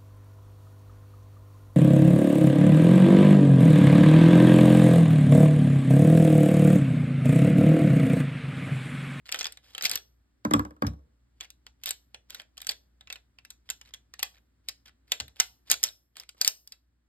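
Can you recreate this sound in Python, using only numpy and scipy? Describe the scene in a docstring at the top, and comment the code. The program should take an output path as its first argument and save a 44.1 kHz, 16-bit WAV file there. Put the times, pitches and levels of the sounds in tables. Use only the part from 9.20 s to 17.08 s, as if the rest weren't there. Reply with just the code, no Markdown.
"""A small room: a hard plastic action figure is handled close to a pair of microphone ports.
Fingers grip the shell and turn stiff joints: noise in uneven slips makes the rub, short dense modes
the ticking teeth and the snaps. A loose part is put down on the table with a few dull thumps of
slower, low modes and a hard rattle, settles and rocks to rest. Reflections of the room follow.
Soft room air and a faint mains hum lie underneath, quieter towards the end."""
import sys
import numpy as np
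from scipy import signal
from scipy.fft import rfft, irfft, next_fast_len
from scipy.io import wavfile
from scipy.ndimage import uniform_filter1d

SR = 44100
rng = np.random.default_rng(int(sys.argv[2]) if len(sys.argv) > 2 else 0)


def wav_out(sig):
    """Save sig, one row per channel (or a flat mono array), as 16-bit PCM at SR to the path in sys.argv[1]."""
    wavfile.write(sys.argv[1], SR, np.round(np.clip(np.atleast_2d(sig).T, -1, 1) * 32767).astype(np.int16))


N = 347508
TIME = np.arange(N) / SR

# joints snapping and parts knocking together:
# (time [s], level [dB], pitch of the struck part [Hz], brightness [dB per octave])
SNAPS = [(0.091, -37, 2600, -4), (0.1229, -24, 5100, 1), (0.144, -27.5, 3580, -5.5),
         (0.191, -31.5, 6060, 4), (0.2097, -27, 5500, -1), (0.2434, -29, 3350, -2),
         (0.2551, -28, 5040, -3.5), (0.2676, -30, 4845, -1), (0.3224, -42, 9030, 3.5),
         (0.3723, -46, 3608, -0.5), (0.5491, -35, 3160, -3.5), (0.5799, -31.5, 3000, -2.5),
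         (0.61, -34, 5103, -4), (0.6537, -17.5, 5080, 1), (0.695, -28, 5260, 6.5), (0.7138, -24, 4760, 4.5),
         (0.756, -23.5, 5930, 5), (1.3364, -23.5, 3346, 5), (1.6666, -35, 5360, 2.5),
         (2.2086, -34, 3300, -0.5), (2.3031, -45.5, 2750, 6), (2.466, -44, 3210, -1.5),
         (2.636, -37, 2800, 4.5), (2.6585, -28, 3630, 6.5), (2.6901, -29, 3750, 7.5),
         (2.7073, -24, 7730, 5), (2.9449, -39, 3215, -3.5), (3.1043, -39, 3120, 2),
         (3.1462, -36.5, 3770, 2.5), (3.198, -38.5, 3090, -4), (3.3781, -39.5, 3080, 4.5),
         (3.4168, -39.5, 3600, 6.5), (3.4689, -30, 8970, 6), (3.492, -21.5, 4600, 2),
         (3.8091, -48.5, 3700, -3), (3.8726, -48, 2660, -4.5), (3.9012, -36, 2690, -2),
         (3.9259, -34, 3650, 2), (3.957, -43.5, 2740, -2), (4.1863, -48.5, 2670, -4.5),
         (4.2494, -46.5, 2700, 1), (4.3038, -39.5, 7640, 4.5), (4.49, -41, 3060, -5),
         (4.501, -26, 7100, 3.5), (4.613, -45.5, 2927, 0), (4.738, -37.5, 3350, 2.5),
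         (4.9379, -43, 1860, -0.5), (4.993, -36, 2790, 1), (5.0284, -20.5, 6010, 2), (5.486, -27, 5080, 3),
         (5.9191, -18.5, 3500, 2), (6.0005, -27, 7320, -0.5), (6.0804, -47.5, 3870, 1.5),
         (6.2, -13.5, 5600, 3.5), (6.5, -22, 6860, 2), (6.514, -12, 6930, 5), (6.6301, -26, 5320, 7.5),
         (6.6376, -14.5, 5550, 7), (6.968, -41.5, 8350, 2.5), (6.9986, -38, 5230, 4.5),
         (7.0912, -40.5, 5000, 4.5), (7.2136, -16.5, 4780, 5), (7.247, -20, 4530, 6),
         (7.2766, -13.5, 5310, 8), (7.4743, -44.5, 4960, 8), (7.5216, -40, 4950, 3)]
# a stiff joint is turned:
# (start [s], end [s], rubbing before its trim [dB], average tooth [dB])
JOINT_TURNS = [(0.051, 0.093, -66, -53.5), (0.116, 0.236, -46.5, -35.5), (0.408, 0.626, -56.5, -67.5),
               (0.62, 0.67, -33, -28.5), (0.688, 0.779, -37.5, -36.5), (2.202, 2.26, -52.5, -51.5),
               (2.661, 2.685, -40, -37), (3.081, 3.237, -52, -52.5), (3.358, 3.451, -71.5, -49.5),
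               (3.487, 3.519, -56.5, -38.5), (4.645, 4.709, -61.5, -60.5), (5.138, 5.185, -75, -63.5),
               (5.65, 5.699, -58, -55.5), (6.501, 6.542, -32.5, -28.5), (6.636, 6.69, -45.5, -40),
               (6.951, 7.041, -54, -53.5), (7.253, 7.284, -62.5, -36.5)]
# a loose part lands on the table: (time [s], level [dB], favoured pitch of the boom [Hz],
# hard contact relative to the touch [dB], settling push relative to the landing [dB],
# loss at each bounce [dB])
LANDINGS = [(1.2492, -21.5, 226, -5.5, -21.5, 22.5), (1.3101, -19.5, 261, -7.5, -15, 18),
            (1.3362, -15, 287, -3.5, -6.5, 11), (1.6209, -19, 215.6, -8.5, 0.5, 15.5),
            (5.997, -38.5, 72, -19, -11.5, 15), (7.146, -72, 360, 5, -8, 31.5)]
# colour of rubbing plastic: (frequency [Hz], level [dB])
RUB_SPECTRUM = [(200, -5), (600, -4.5), (1500, -5), (3000, 2), (5000, 1), (8000, -12), (13000, -10.5),
                (16000, -29.5)]


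def from_db(db):
    """Decibels to gain."""
    return 10 ** (np.asarray(db) / 20)


def rms_one(x):
    """Scale to rms 1."""
    return x / np.sqrt(np.mean(x ** 2) + 1e-20)


def decay_60db(t, t60):
    """Exponential decay that loses 60 dB in t60 seconds."""
    return np.exp(-np.log(1000) * t / t60)


def at_hz(points, hz, axis=1):
    """Read a table column on a log-frequency axis."""
    points = np.array(points)
    return np.interp(np.log(np.maximum(hz, 1)), np.log(points[:, 0]), points[:, axis])


def coloured(x, spectrum):
    """Give a signal a spectrum; rms 1."""
    size = next_fast_len(x.shape[-1])
    gain = from_db(at_hz(spectrum, np.fft.rfftfreq(size, 1 / SR)))
    shaped = irfft(rfft(x, size) * gain, size)
    return rms_one(shaped[..., :x.shape[-1]])


def add(track, s, sound):
    """Mix a sound into a track at a time in seconds."""
    start = max(0, round(s * SR))
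    track[..., start:start + sound.shape[-1]] += sound[..., :max(0, N - start)]


def background(air_db=-71.0, waver=0.14, sink_s=6.55, sink_fade_s=.25, sink_db=5):
    """Soft room air as coloured noise and a slightly wavering mains hum; late on, both grow quieter."""
    # colour of the room air: (frequency [Hz], level [dB])
    air_spectrum = [(25, -16), (55, 0.5), (100, -4.5), (170, -10.5), (270, -7), (450, -22), (900, -26),
                    (1700, -23.5), (2600, -32), (4500, -31.5), (16000, -46)]
    # mains hum before it wavers and sinks: (frequency [Hz], rms level [dB])
    hum_tones = [(59, -68), (118, -83)]
    air = from_db(air_db) * coloured(rng.standard_normal((2, N)), air_spectrum)
    hum = np.zeros(N)
    for hz, db in hum_tones:
        hum += np.sqrt(2) * from_db(db) * np.sin(2 * np.pi * (hz * TIME + rng.random()))
    wobble = np.interp(TIME, np.linspace(0, TIME[-1], 60), rng.standard_normal(60))
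    sunk = np.clip((TIME - sink_s) / sink_fade_s, 0, 1)
    return (air + hum * (1 + waver * wobble)) * from_db(-sink_db * sunk)


def rubbing(trim_db=-4.5, slips_per_s=700, uneven_db=4.5, slip_s=0.00064, smooth=0.89,
            grip_s=.05, grip_db=-43.5):
    """Stick and slip: a dense, uneven run of tiny rasps under each stroke."""
    sizes = from_db(uneven_db * np.minimum(rng.exponential(1, N), 4))
    slips = (rng.random(N) < slips_per_s / SR) * sizes
    # each slip dies away exponentially
    slipping = rms_one(signal.lfilter([1], [1, -np.exp(-1 / (slip_s * SR))], slips + 1e-18))
    rasp = coloured((slipping + smooth) * rng.standard_normal(N), RUB_SPECTRUM)
    # the fingers tighten and rub before each snap, at a level that follows it
    strokes = [turn[:3] for turn in JOINT_TURNS]
    strokes += [(s - grip_s, s, db + grip_db) for s, db, _, _ in SNAPS]
    pressure = np.zeros(N)
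    for start, end, db in strokes:
        stroke = signal.windows.tukey(max(2, int((end - start) * SR)), .5)
        add(pressure, start, from_db(db + trim_db) * stroke)
    return pressure * rasp


def teeth(count=6, jitter=0.88, pitch_hz=3500, spread_octaves=0.55, spread_db=2,
          bright_db=-0.5, bright_per_db=0.21):
    """A turn drags the joint over a few teeth unevenly, so quick turns rattle faster; rows as in SNAPS."""
    rows = []
    usual_db = np.mean([turn[3] for turn in JOINT_TURNS])
    for start, end, _, db in JOINT_TURNS:
        uneven = np.clip(jitter, 0, 1) * (rng.random(count) - .5)
        place = (np.arange(count) + .5 + uneven) / count
        # the teeth differ in strength and pitch; harder ones are brighter
        force, size = rng.standard_normal((2, count))
        tooth_db = db + spread_db * np.tanh(force)
        tooth_hz = pitch_hz * 2 ** (spread_octaves * size)
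        brightness = bright_db + bright_per_db * (tooth_db - usual_db)
        rows += zip(start + (end - start) * place, tooth_db, tooth_hz, brightness)
    return rows


def rebounds(delay_s=.0045, weaker_db=-12.5, spread_db=6.5):
    """A snapped part strikes once more, weaker, a moment later; rows as in SNAPS."""
    rows = []
    chance = rng.uniform(-1, 1, (len(SNAPS), 2))
    for (s, db, hz, bright_db), (late, force) in zip(SNAPS, chance):
        again_s = s + delay_s * (1 + .5 * late)
        rows.append((again_s, db + weaker_db + spread_db * force, hz, bright_db))
    return rows


def clicks(part_db=9.5, part_octaves=0.079, part_ring=1.4, knock_hz=1300, softness=0.044,
           pivot_hz=3800, attack_s=0.0004, uneven_db=3.5, port_db=4.5, ring_spread=.7,
           strain_db=-21.5, strain_s=0.0029):
    """Each contact rings dense, short modes of the shell, heard at the left port, right port and room."""
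    # colour of the hollow plastic shell: (frequency [Hz], level [dB])
    shell_spectrum = [(200, -35), (500, -15.5), (1000, -16.5), (1500, -7.5), (2300, -6), (3200, -2.5),
                      (5000, -0.5), (7500, -5.5), (10000, -12), (12500, -8), (15000, -21.5), (16500, -34.5)]
    # typical ring of the shell before the spread between modes: (frequency [Hz], t60 [s])
    shell_ring = [(300, 0.018), (2000, 0.024), (5000, 0.012), (14000, 0.008)]
    out, t = np.zeros((3, N)), TIME[:SR // 30]
    grid = np.linspace(250, 16500, 120)  # mode frequencies [Hz] before scatter
    loudest_db = max(row[1] for row in SNAPS)
    for s, db, part_hz, bright_db in SNAPS + rebounds() + teeth() + contacts():
        spread, phase = rng.random((2, len(grid)))
        hz = grid + (spread - .5) * (grid[1] - grid[0])
        # modes of the struck part stand out and last longer
        part = np.exp(-.5 * (np.log2(hz / part_hz) / part_octaves) ** 2)
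        # a gentle contact is duller than a hard one
        knock_db = softness * (loudest_db - db) / (1 + (hz / knock_hz) ** 4)
        tilt = np.log2(np.maximum(hz, pivot_hz / 2) / pivot_hz)
        shell_db = at_hz(shell_spectrum, hz) + knock_db + bright_db * tilt
        # groups of modes beam in their own directions; the room gathers all and evens them out
        beam, skew = rms_one(uniform_filter1d(rng.standard_normal((2, len(grid))), size=3))
        near_db = part_db * part + uneven_db * beam
        ways_db = np.array([near_db + port_db * skew, near_db - port_db * skew, .5 * part_db * part])
        gain = from_db(shell_db + ways_db)
        # some modes are less damped by the hand than others
        damping = np.exp(ring_spread * (rng.random(len(grid)) - .5))
        t60 = at_hz(shell_ring, hz) * (1 + (part_ring - 1) * part) * damping
        waves = np.sin((2 * np.pi * (np.outer(hz, t) + phase[:, None])).astype(np.float32))
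        decay = np.exp((-np.log(1000) * np.outer(1 / t60, t)).astype(np.float32))
        snap = gain @ (waves * decay) * (1 - np.exp(-(t / attack_s) ** 2))
        # the level is that of the first 5 ms
        strength = np.sqrt(np.mean(snap[:, :SR // 200] ** 2, axis=1, keepdims=True))
        add(out, s, from_db(db) * snap / strength)
        # a rasp swells for an instant before the contact
        swell = np.exp((t - t[-1]) / strain_s)
        strain = coloured(rng.standard_normal(len(t)), RUB_SPECTRUM) * swell
        add(out, s - t[-1], from_db(db + strain_db) * strain)
    return out


def touches(count=5, bounce_s=.057):
    """A landed part rocks, weaker each time: (time [s], level [dB], pitch [Hz], hard contact [dB])."""
    rows = []
    for s, db, hz, hard_db, _, loss_db in LANDINGS:
        for k in range(count):
            rows.append((s + k * bounce_s, db - k * loss_db, hz, hard_db))
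    return rows


def contacts(shell_db=-10, shell_hz=2008, bright_db=3.5):
    """The click of the shell at each touch on the table; rows as in SNAPS."""
    return [(s, db + hard_db + shell_db, shell_hz, bright_db) for s, db, _, hard_db in touches()]


def settling(delay_s=.025, push_hz=94, soft_db=-17.5):
    """The part's weight follows the first touch as a deep, soft push; rows as in touches."""
    rows = []
    for s, db, _, _, weight_db, _ in LANDINGS:
        rows.append((s + delay_s, db + weight_db, push_hz, soft_db))
    return rows


def thumps(build_cycles=1.4, focus_db=9.0, rattle_db=-0.5, rattle_t60=0.05,
           crack_db=9.5, crack_t60=0.032, rise_s=0.0015):
    """Bending waves: low table modes build up late, so a thump falls in pitch; high ones blur to a rattle."""
    # modes of the table before detuning: (frequency [Hz], level [dB], t60 [s])
    table_modes = [(67.6, -2, 0.34), (97.7, 0.5, 0.18), (128.5, -5, 0.23), (161.1, -8, 0.28),
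                   (191.4, -7.5, 0.19), (231.6, 2, 0.13), (293.6, 0, 0.18), (344, -13, 0.12)]
    # colour of the hard rattle on the table: (frequency [Hz], level [dB])
    rattle_spectrum = [(250, -23), (430, -0.5), (570, 0), (750, -6), (1170, 5), (1800, -9.5), (3000, -29),
                       (7000, -56)]
    boom, rattle, t = np.zeros(N), np.zeros(N), TIME[:SR // 2]
    hz, mode_db, t60 = np.array(table_modes).T[:, :, None]
    fade = decay_60db(t, rattle_t60) + from_db(crack_db) * decay_60db(t, crack_t60)
    fade = fade * (1 - np.exp(-(t / rise_s) ** 2))
    for s, db, pitch_hz, hard_db in touches() + settling():
        phase, detune = rng.random((2, len(hz), 1))
        build = 1 - np.exp(-(t * hz / build_cycles) ** 2)
        waves = np.sin(2 * np.pi * (hz * (1 + 0.079 * (detune - .5)) * t + phase))
        # the place of the blow decides which modes it drives
        gain = from_db(db + mode_db - focus_db * np.abs(np.log2(hz / pitch_hz)))
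        add(boom, s, np.sum(gain * build * waves * decay_60db(t, t60), axis=0))
        noise = coloured(rng.standard_normal(len(t)), rattle_spectrum)
        add(rattle, s, from_db(db + hard_db + rattle_db) * fade * noise)
    return boom, rattle


def room(x, early_db=8.5, early_t60=0.12, gap_s=0.0028):
    """Quick reflections from nearby surfaces, then a tail with its own decay in each band; one per channel."""
    # the room's reverberation: (frequency [Hz], level [dB], t60 of the tail [s])
    reverberation = [(150, -18.5, 0.24), (476, -4.5, 0.53), (1470, -8.5, 0.15), (5000, -12.5, 0.3),
                     (12200, -20, 0.22), (16100, -18.5, 0.65)]
    t, response = TIME[:SR // 2], 0
    edges = np.geomspace(90, 18000, 12)
    for low, high in zip(edges, edges[1:]):
        hz = np.sqrt(low * high)
        band_pass = signal.butter(2, [low, high], "band", fs=SR, output="sos")
        band = signal.sosfilt(band_pass, rng.standard_normal((2, len(t))))
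        tail = decay_60db(t, at_hz(reverberation, hz, axis=2))
        fade = tail + from_db(early_db) * decay_60db(t, early_t60)
        fade = fade * (1 - np.exp(-(t / gap_s) ** 2))
        level = from_db(at_hz(reverberation, hz)) / np.sqrt(np.sum(fade ** 2))
        response = response + level * band * fade
    return signal.fftconvolve(x[None], response, axes=1)[:, :N]


def scene(rattle_lag_s=0.00034, table_room_db=-5.0):
    """Figure and table in the room; the rattle reaches the right port first, the left one late."""
    left, right, all_round = clicks() + rubbing()
    boom, rattle = thumps()
    table = boom + np.array([np.interp(TIME - rattle_lag_s, TIME, rattle), rattle])
    tail = room(all_round + from_db(table_room_db) * (boom + rattle))
    return np.array([left, right]) + table + tail + background()


def record(dry, width=0.94, wide_from_hz=180, wide_to_hz=5000, right_db=1.0, low_cut_hz=42,
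           peak_limit=.92, top_cut_hz=16600):
    """Two close microphone ports: wide in the midrange, right one late in the treble, peaks rounded."""
    # phase lag added to the right port; negative is a lead: (frequency [Hz], lag [radians])
    port_lag = [(0, 0), (400, -.4), (1500, -.6), (2300, .5), (2750, 2.2), (3200, 1.4), (4100, 2.2),
                (4700, 1.5), (5900, 3.14), (17000, 19)]
    size = next_fast_len(N + SR // 10)
    hz = np.fft.rfftfreq(size, 1 / SR)
    left, right = rfft(dry, size)
    # the ports merge in the bass and the treble
    wide = hz ** 2 / (hz ** 2 + wide_from_hz ** 2) / (1 + (hz / wide_to_hz) ** 12)
    apart = np.clip(width, 0, 1) * wide
    right = (left + apart * (right - left)) * from_db(right_db * wide)
    right = right * np.exp(-1j * np.interp(hz, *np.transpose(port_lag)))
    both = irfft(np.array([left, right]), size)[:, :N]
    low_cut = signal.butter(4, low_cut_hz, "high", fs=SR, output="sos")
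    both = signal.sosfilt(low_cut, both)
    # peaks are rounded before the top is cut
    both = both / (1 + (both / peak_limit) ** 4) ** .25
    top_cut = signal.ellip(10, .3, 80, top_cut_hz, fs=SR, output="sos")
    return signal.sosfilt(top_cut, both)


dry = scene()
out = record(dry)
wav_out(out)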